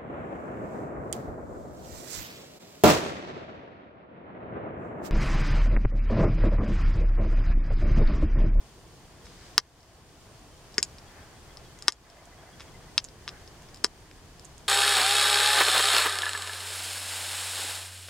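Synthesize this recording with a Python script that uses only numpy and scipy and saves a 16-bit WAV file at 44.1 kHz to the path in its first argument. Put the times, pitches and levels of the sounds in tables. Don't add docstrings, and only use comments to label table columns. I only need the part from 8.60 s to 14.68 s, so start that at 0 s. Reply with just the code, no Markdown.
import sys
import numpy as np
from scipy import signal
from scipy.fft import rfft, irfft
from scipy.io import wavfile

SR = 44100
rng = np.random.default_rng(int(sys.argv[2]) if len(sys.argv) > 2 else 0)


def how_loud(loudness_db):
    steps = np.asarray(loudness_db, float) / 20
    return 10 ** steps


def wrap_up_sound(samples):
    columns = np.atleast_2d(samples).T
    tamed = np.clip(columns, -1, 1)
    steps = np.round(tamed * 32767).astype(np.int16)
    wavfile.write(sys.argv[1], SR, steps)


N = 268128

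# ring_hz, left_minus_right_db
GRAIN_LEAN = [(5200, -0.5), (7500, -12.5)]


def flaking():
    # pitch_hz, level_db, t60_s (time to fade by 60 dB)
    splinter_modes = [(7310, 8, 0.0013), (8800, -5.5, 0.0015), (10480, -5.5, 0.0019), (13400, -18.5, .002)]
    tine_modes = [(985, -3, 0.033), (1190, -5, 0.037), (1500, -2, .010), (1876, 6, 0.01), (2140, 2, 0.011),
                  (2630, 4.5, 0.0038), (3300, 4, 0.0077)]
    pad_modes = [(409, 4.5, 0.023), (255, -21, 0.026)]
    contacts = flake_cracks() + grit_ticks() + tip_touches()
    start_s, crack_db, ring_hz, pad_db, tine_db, splinter_db, lean_db = np.transpose(contacts)
    out = np.zeros((2, N))
    for side, (lean_share, lag_s) in enumerate([(0.54, 0.00003), (-0.44, 0.000055)]):
        s = start_s + lag_s
        level_db = crack_db + lean_share * lean_db
        flake = ringing_flakes(s, -how_loud(level_db), ring_hz)
        snap = clicks(s, -how_loud(level_db))
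        splinter = body(clicks(s, -how_loud(level_db + splinter_db)), splinter_modes)
        tine = body(clicks(s, -how_loud(level_db + tine_db)), tine_modes)
        pad = body(clicks(s, -how_loud(level_db + pad_db)), pad_modes)
        out[side] += band(flake, level_db=-0.5, low_hz=2120, high_hz=9450)
        out[side] += band(snap, level_db=2.8, low_hz=2180, high_hz=5180)
        out[side] += band(splinter, level_db=-11, low_hz=5810, high_hz=11000)
        out[side] += band(tine, level_db=-19.5, low_hz=1157, high_hz=6420)
        out[side] += band(pad, level_db=-21.5, low_hz=248, high_hz=880)
    return out


def flake_cracks():
    # start_s, crack_db, ring_hz, grip_db (hold on tine and pad)
    cracks = [(0.9798, 5, 4270, 0.5), (0.9805, -9.5, 5880, -4.5), (2.1811, -18, 2330, 7),
              (2.1816, -6.5, 5560, -2.5), (2.1822, -9, 5740, -7), (2.1857, -20.5, 5900, 1),
              (2.2288, -7.5, 4870, 0), (2.2284, -19, 5040, -11), (2.23, -28, 6500, 7),
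              (3.2756, -32, 4800, 3), (3.2821, 3, 3570, 0.5), (3.282, -7.5, 5710, -12),
              (3.2854, -12.5, 4570, 4), (4.379, -30, 3300, 12), (4.3793, -0.5, 3500, -5),
              (4.3815, -7.5, 4400, 6), (4.6784, -19.5, 2980, 4), (4.6851, -24.5, 4460, -3),
              (4.6910, -22, 3530, -9), (5.2408, -24, 6140, -5), (5.2441, -21, 4450, -23),
              (5.2445, -1.5, 4460, -1.5), (5.2485, -18, 6800, 2.5)]
    # first_crack_s, pad_db, tine_db, splinter_db (relative to the crack)
    flakes = [
        (0.97, -13.5, -1, -7.5),
        (2.17, 3, 3.5, -11),
        (2.22, -30, -12, 5),
        (3.27, -12.5, -0.5, -6.5),
        (4.37, -32, -7.5, -11),
        (4.67, -32, 2, -10.5),
        (5.23, 1, 0.5, -2.5),
    ]
    first_s = [flake[0] for flake in flakes]
    rows = []
    for s, crack_db, ring_hz, grip_db in cracks:
        _, pad_db, tine_db, splinter_db = flakes[np.searchsorted(first_s, s) - 1]
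        rows.append((s, crack_db, ring_hz, pad_db + grip_db, tine_db + grip_db, splinter_db, 0))
    return rows


def grit_ticks():
    # start_s, crack_db, ring_hz, splinter_db
    grains = [(1.2057, -39.5, 5300, -10), (2.1225, -45, 4990, -13), (2.971, -30, 4840, -7),
              (3.1882, -40.5, 3240, 8.5), (3.2231, -25.5, 5060, 2.5), (3.3217, -17, 4940, 3),
              (3.5004, -33.5, 5170, 0), (3.655, -41, 7640, 4), (4.4423, -29, 7620, 8),
              (4.4473, -29, 4540, 4.5), (4.4865, -34.5, 4890, -8), (4.8763, -35.5, 5180, -10),
              (5.021, -41.5, 2670, 3), (5.1444, -33, 4950, 2), (5.16, -38, 5140, 0),
              (5.1719, -38.5, 4680, 1), (5.5126, -32, 2140, -12), (5.7952, -35.5, 5000, 1),
              (5.8474, -38, 7490, 3.5), (5.8517, -37, 7700, 5), (5.9802, -37.5, 7640, 0)]
    return [(s + 0.0006, crack_db, hz, -40, -7.5, splinter_db, at_hz(GRAIN_LEAN, hz))
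            for s, crack_db, hz, splinter_db in grains]


def tip_touches():
    # start_s, crack_db, ring_hz, tine_db
    touches = [(0.656, -39, 6060, -8), (0.6674, -64.5, 1200, 29.5), (1.2300, -40.5, 4900, -6),
               (2.142, -35, 5080, -13), (2.3835, -35, 4600, -14), (3.0494, -42.5, 3260, -3),
               (3.5293, -50, 2180, 3), (3.9974, -35.5, 3760, 7), (4.0055, -33, 2860, 9),
               (4.0184, -33.5, 2020, -4), (5.0874, -39.5, 5250, 2), (5.995, -51, 3020, 10)]
    crumb_gap_s, crumb_loss_db, crumb_rise = 0.0045, 5.5, 1.16
    rows = []
    for s, crack_db, hz, tine_db in touches:
        lean_db = at_hz(GRAIN_LEAN, hz)
        for crumb in range(3):
            rows.append((s + 0.0006 + crumb_gap_s * crumb, crack_db - crumb_loss_db * crumb,
                         hz * crumb_rise ** crumb, -40, tine_db, -4, lean_db))
    return rows


def ringing_flakes(s, gain, ring_hz):
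    length = 300
    out = np.zeros(N + length)
    for at, one_gain, hz in zip(s * SR, gain, ring_hz):
        first = int(at) + 1
        turns = (np.arange(1, length + 1) - at % 1) * hz / SR
        out[first:first + length] += one_gain * how_loud(-60 * turns / 5.0) * np.sin(2 * np.pi * turns)
    return out[:N]


def clicks(s, gain):
    at = np.asarray(s) * SR
    whole = np.clip(at.astype(int), 0, N - 2)
    out = np.full(N, 1e-18)
    np.add.at(out, whole, gain * (1 - at + whole))
    np.add.at(out, whole + 1, gain * (at - whole))
    return out


def body(x, modes):
    out = 0
    for hz, level_db, t60_s in modes:
        r = how_loud(-60 / (t60_s * SR))
        w = 2 * np.pi * hz / SR
        out = out + signal.lfilter([0, how_loud(level_db) * np.sin(w)], [1, -2 * r * np.cos(w), r * r], x)
    return out


def band(x, level_db, low_hz, high_hz):
    sos = signal.butter(2, [low_hz, high_hz], "band", fs=SR, output="sos")
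    return how_loud(level_db) * signal.sosfilt(sos, x)


def resonance(x, hz, width_hz):
    r = np.exp(-np.pi * width_hz / SR)
    top = np.array([1, 0, -1]) * (1 - r * r) / 2
    return signal.lfilter(top, [1, -2 * r * np.cos(2 * np.pi * hz / SR), r * r], x)


def surroundings(x):
    length = 4096
    t = np.arange(length) / SR
    echoes_per_s, t60_s, first_gap_s, lap_s = 5000, 0.073, 0.0015, 0.021
    sparse = rng.standard_normal((2, length)) * (rng.random((2, length)) < echoes_per_s / SR)
    sparse = sparse + 0.64 * sparse[::-1]
    far_db = -11 * np.clip((t / lap_s - 1) * 2.5, 0, 1)
    echoes = sparse * how_loud(-25.5 + far_db - 60 * t / t60_s) * np.clip(t / first_gap_s - 1, 0, 1)
    echoes = signal.sosfilt(signal.butter(2, 11000, fs=SR, output="sos"), echoes)
    echoes = echoes + how_loud(7.5) * resonance(echoes, hz=6700, width_hz=620)
    echoes[:, 0] = 1
    pad_echo_s, pad_echo_db = 0.00078, -8
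    echoes += how_loud(pad_echo_db) * np.clip(1 - np.abs(t - pad_echo_s) * SR, 0, 1)
    return signal.fftconvolve(x, echoes, axes=1)[:, :N]


def microphone_ports(x):
    # pitch_hz, width_hz, level_db (of the resonance added on top)
    cavities = [
        [(5346, 717, 13.5), (8600, 1500, -24)],
        [(5300, 1250, 1.5), (6230, 990, -0.5), (8700, 1300, -3)],
    ]
    out = np.array(x)
    for side, cavity in enumerate(cavities):
        for hz, width_hz, boost_db in cavity:
            out[side] += how_loud(boost_db) * resonance(x[side], hz, width_hz)
    return out


def rustle():
    # pitch_hz, level_db (per Hz)
    cloth = [(600, -6), (1500, -3), (3000, -3), (5000, 0), (7500, -6), (11000, -18)]
    t = np.arange(N) / SR
    start_s, length_s, fade_s = 0.63, 0.35, 0.022
    edge_s = np.minimum(t - start_s, start_s + length_s - t)
    return how_loud(-61 + 1.5 * drift(25)) * np.clip(edge_s / fade_s, 0, 1) * coloured(cloth)


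def squeaks():
    # time_s, low_tone_db, high_tone_db
    load = [
        (2.45, -77.5, -69),
        (3.1, -69, -65.5),
        (3.5, -64, -71),
        (4.0, -63.5, -65.5),
        (4.3, -65.5, -70),
    ]
    turns, chirp_s = 13, 0.009
    bump = np.exp(-0.5 * (np.arange(-2000, 2001) / SR / chirp_s) ** 2)
    low_db, high_db = in_time(load)
    out = np.zeros(N)
    # pitch_hz, start_s, turn_s, level_db
    for hz, start_s, turn_s, level_db in [(2025, 2.62, 0.1393, low_db), (3300, 2.48, 0.146, high_db)]:
        s = start_s + turn_s * np.arange(turns)
        gain = how_loud(level_db[(s * SR).astype(int)] + 7.5 + 1.5 * rng.standard_normal(turns))
        phase = 2 * np.pi * np.cumsum(hz * (1 + 0.012 * drift(40))) / SR
        out += signal.fftconvolve(clicks(s, gain), bump, "same") * np.sin(phase)
    return out


def motor():
    # time_s, firings_per_s, level_db
    chugging = [
        (3.3, 23, -93),
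        (3.45, 19.5, -59),
        (3.7, 19, -58.5),
        (3.9, 18, -59.5),
        (4.05, 22, -87.5),
    ]
    # pitch_hz, level_db, t60_s
    exhaust = [(696, -4.5, .03), (1683, -7, .02)]
    per_s, level_db = in_time(chugging)
    turns = np.cumsum(per_s) / SR
    turns -= np.interp(3.465 * SR, np.arange(N), turns)
    puffs = np.exp(-12.0 * (turns % 1)) * rng.standard_normal(N)
    return how_loud(level_db) * rms_one(body(puffs, exhaust))


def passing_cars():
    # closest_s, tyres_db, half_width_s
    passes = [
        (.75, -68, 0.28),
        (1.2, -73, 0.18),
        (2.6, -62.5, .12),
        (3.2, -70.5, 0.3),
        (3.95, -65.5, .25),
        (4.76, -62, 0.12),
        (5.5, -69.5, .6),
    ]
    # pitch_hz, level_db (per Hz)
    tyres = [(1000, -21), (1300, -9), (1700, -3), (2000, -6), (2600, -20.5)]
    t = np.arange(N) / SR
    swell = sum(how_loud(db) / (1 + ((t - s) / half_s) ** 2) for s, db, half_s in passes)
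    return swell * how_loud(1.4 * drift(20)) * coloured(tyres)


def street():
    # time_s, level_db
    activity = [(0, -0.5), (.55, -1), (1.2, 2.5), (1.7, -0.5), (2.05, 0), (2.35, 1.5), (2.9, 1), (3.2, 1),
                (3.5, 5), (3.9, 2), (4.2, 1), (5.1, 1), (5.5, -1), (6.08, 1)]
    # pitch_hz, level_db (per Hz)
    rumble = [(12, -37), (20, -6), (65, -2.5), (173, -7.5), (195, -13), (238, -13), (362, -11.5),
              (392, -12.5), (500, -15), (650, -44.5), (1100, -120)]
    road = [(290, -34.5), (500, -5.5), (654, 0), (911, -3.5), (1090, -3.5), (1250, -7), (1300, -7.5),
            (2600, -12), (3380, -47.5), (5720, -120)]
    hiss = [(1530, -32.5), (2600, -5.5), (2780, -2), (3010, 0.5), (3450, -1.5), (3980, -3.5), (4330, -2),
            (4470, -0.5), (7060, -3.5), (8410, -8), (9150, -11), (9870, -9), (10600, -11), (15100, -15.5),
            (16100, -21)]
    street_db, = in_time(activity)
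    out = how_loud(-53 + 0.37 * street_db + 0.72 * drift(10)) * coloured(rumble)
    out += how_loud(-58.5 + street_db + 0.95 * drift(15)) * coloured(road)
    out += how_loud(-61.5 + 0.7 * street_db + 0.5 * drift(16)) * coloured(hiss)
    return out


def whine():
    hz, width_hz = 8810, 120
    skirt = resonance(resonance(rng.standard_normal(N), hz, width_hz), hz, width_hz)
    tone = 3.0 * np.sin(2 * np.pi * hz * np.arange(N) / SR)
    return how_loud(-74.5) * rms_one(rms_one(skirt) + tone) * how_loud([[-3], [3]])


def floor():
    noise = street() + passing_cars() + rustle()
    noise[0] = np.roll(noise[0], 1)
    return noise + whine()


def coloured(spectrum):
    # pitch_hz, likeness (of left and right, 0 to 1)
    likeness = [(60, 0.98), (180, 0.84), (550, 0.85), (1650, 0.57), (4970, 0.0096), (15000, 0.12)]
    # pitch_hz, left_minus_right_db
    tilt = [(60, 0.5), (110, 1.5), (200, 0.5), (380, 0), (700, -0.5), (1290, 0.0), (2380, 1), (4400, 5),
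            (8120, -7), (15000, 3)]
    hz = np.maximum(np.fft.rfftfreq(N, 1 / SR), 1)
    mid, side = rfft(rng.standard_normal((2, N)))
    alike = np.clip(at_hz(likeness, hz), 0, 1)
    lean = how_loud(at_hz(tilt, hz) / 2)
    pair = np.sqrt(1 + alike) * mid + np.sqrt(1 - alike) * side * [[1], [-1]]
    inside = (hz >= spectrum[0][0]) & (hz <= spectrum[-1][0])
    out = irfft(pair * [lean, 1 / lean] * how_loud(at_hz(spectrum, hz)) * inside, N)
    return out / np.sqrt(np.mean(out.mean(axis=0) ** 2))


def rms_one(x):
    return x / np.sqrt(np.mean(x ** 2) + 1e-20)


def in_time(rows):
    s, *columns = np.transpose(rows)
    return [np.interp(np.arange(N) / SR, s, column) for column in columns]


def at_hz(points, hz):
    table_hz, value = np.transpose(points)
    return np.interp(np.log(hz), np.log(table_hz), value)


def drift(per_s):
    knots = rng.standard_normal(int(N / SR * per_s) + 2)
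    return np.interp(np.arange(N) / SR * per_s, np.arange(len(knots)), knots)


def scene():
    work = microphone_ports(surroundings(flaking()))
    return work + squeaks() + motor() + floor()


def low_pass(x):
    return signal.sosfilt(signal.butter(12, 16230, fs=SR, output="sos"), x)


def record(dry):
    limit_db, duck_share, attack_s, release_db_per_s = -3.5, 1.22, 0.012, 14
    peak_db = 20 * np.log10(np.abs(dry).max(axis=0) + 1e-9)
    over_db = np.maximum(peak_db - limit_db, 0) * duck_share
    ramp_db = release_db_per_s * np.arange(N) / SR
    held_db = np.maximum.accumulate(over_db + ramp_db) - ramp_db
    r = np.exp(-1 / (attack_s * SR))
    duck_db = signal.lfilter([1 - r], [1, -r], held_db)
    mix = np.clip(dry * how_loud(-duck_db), -1, 1)
    return low_pass(mix)


dry = scene()
out = record(dry)
wrap_up_sound(out)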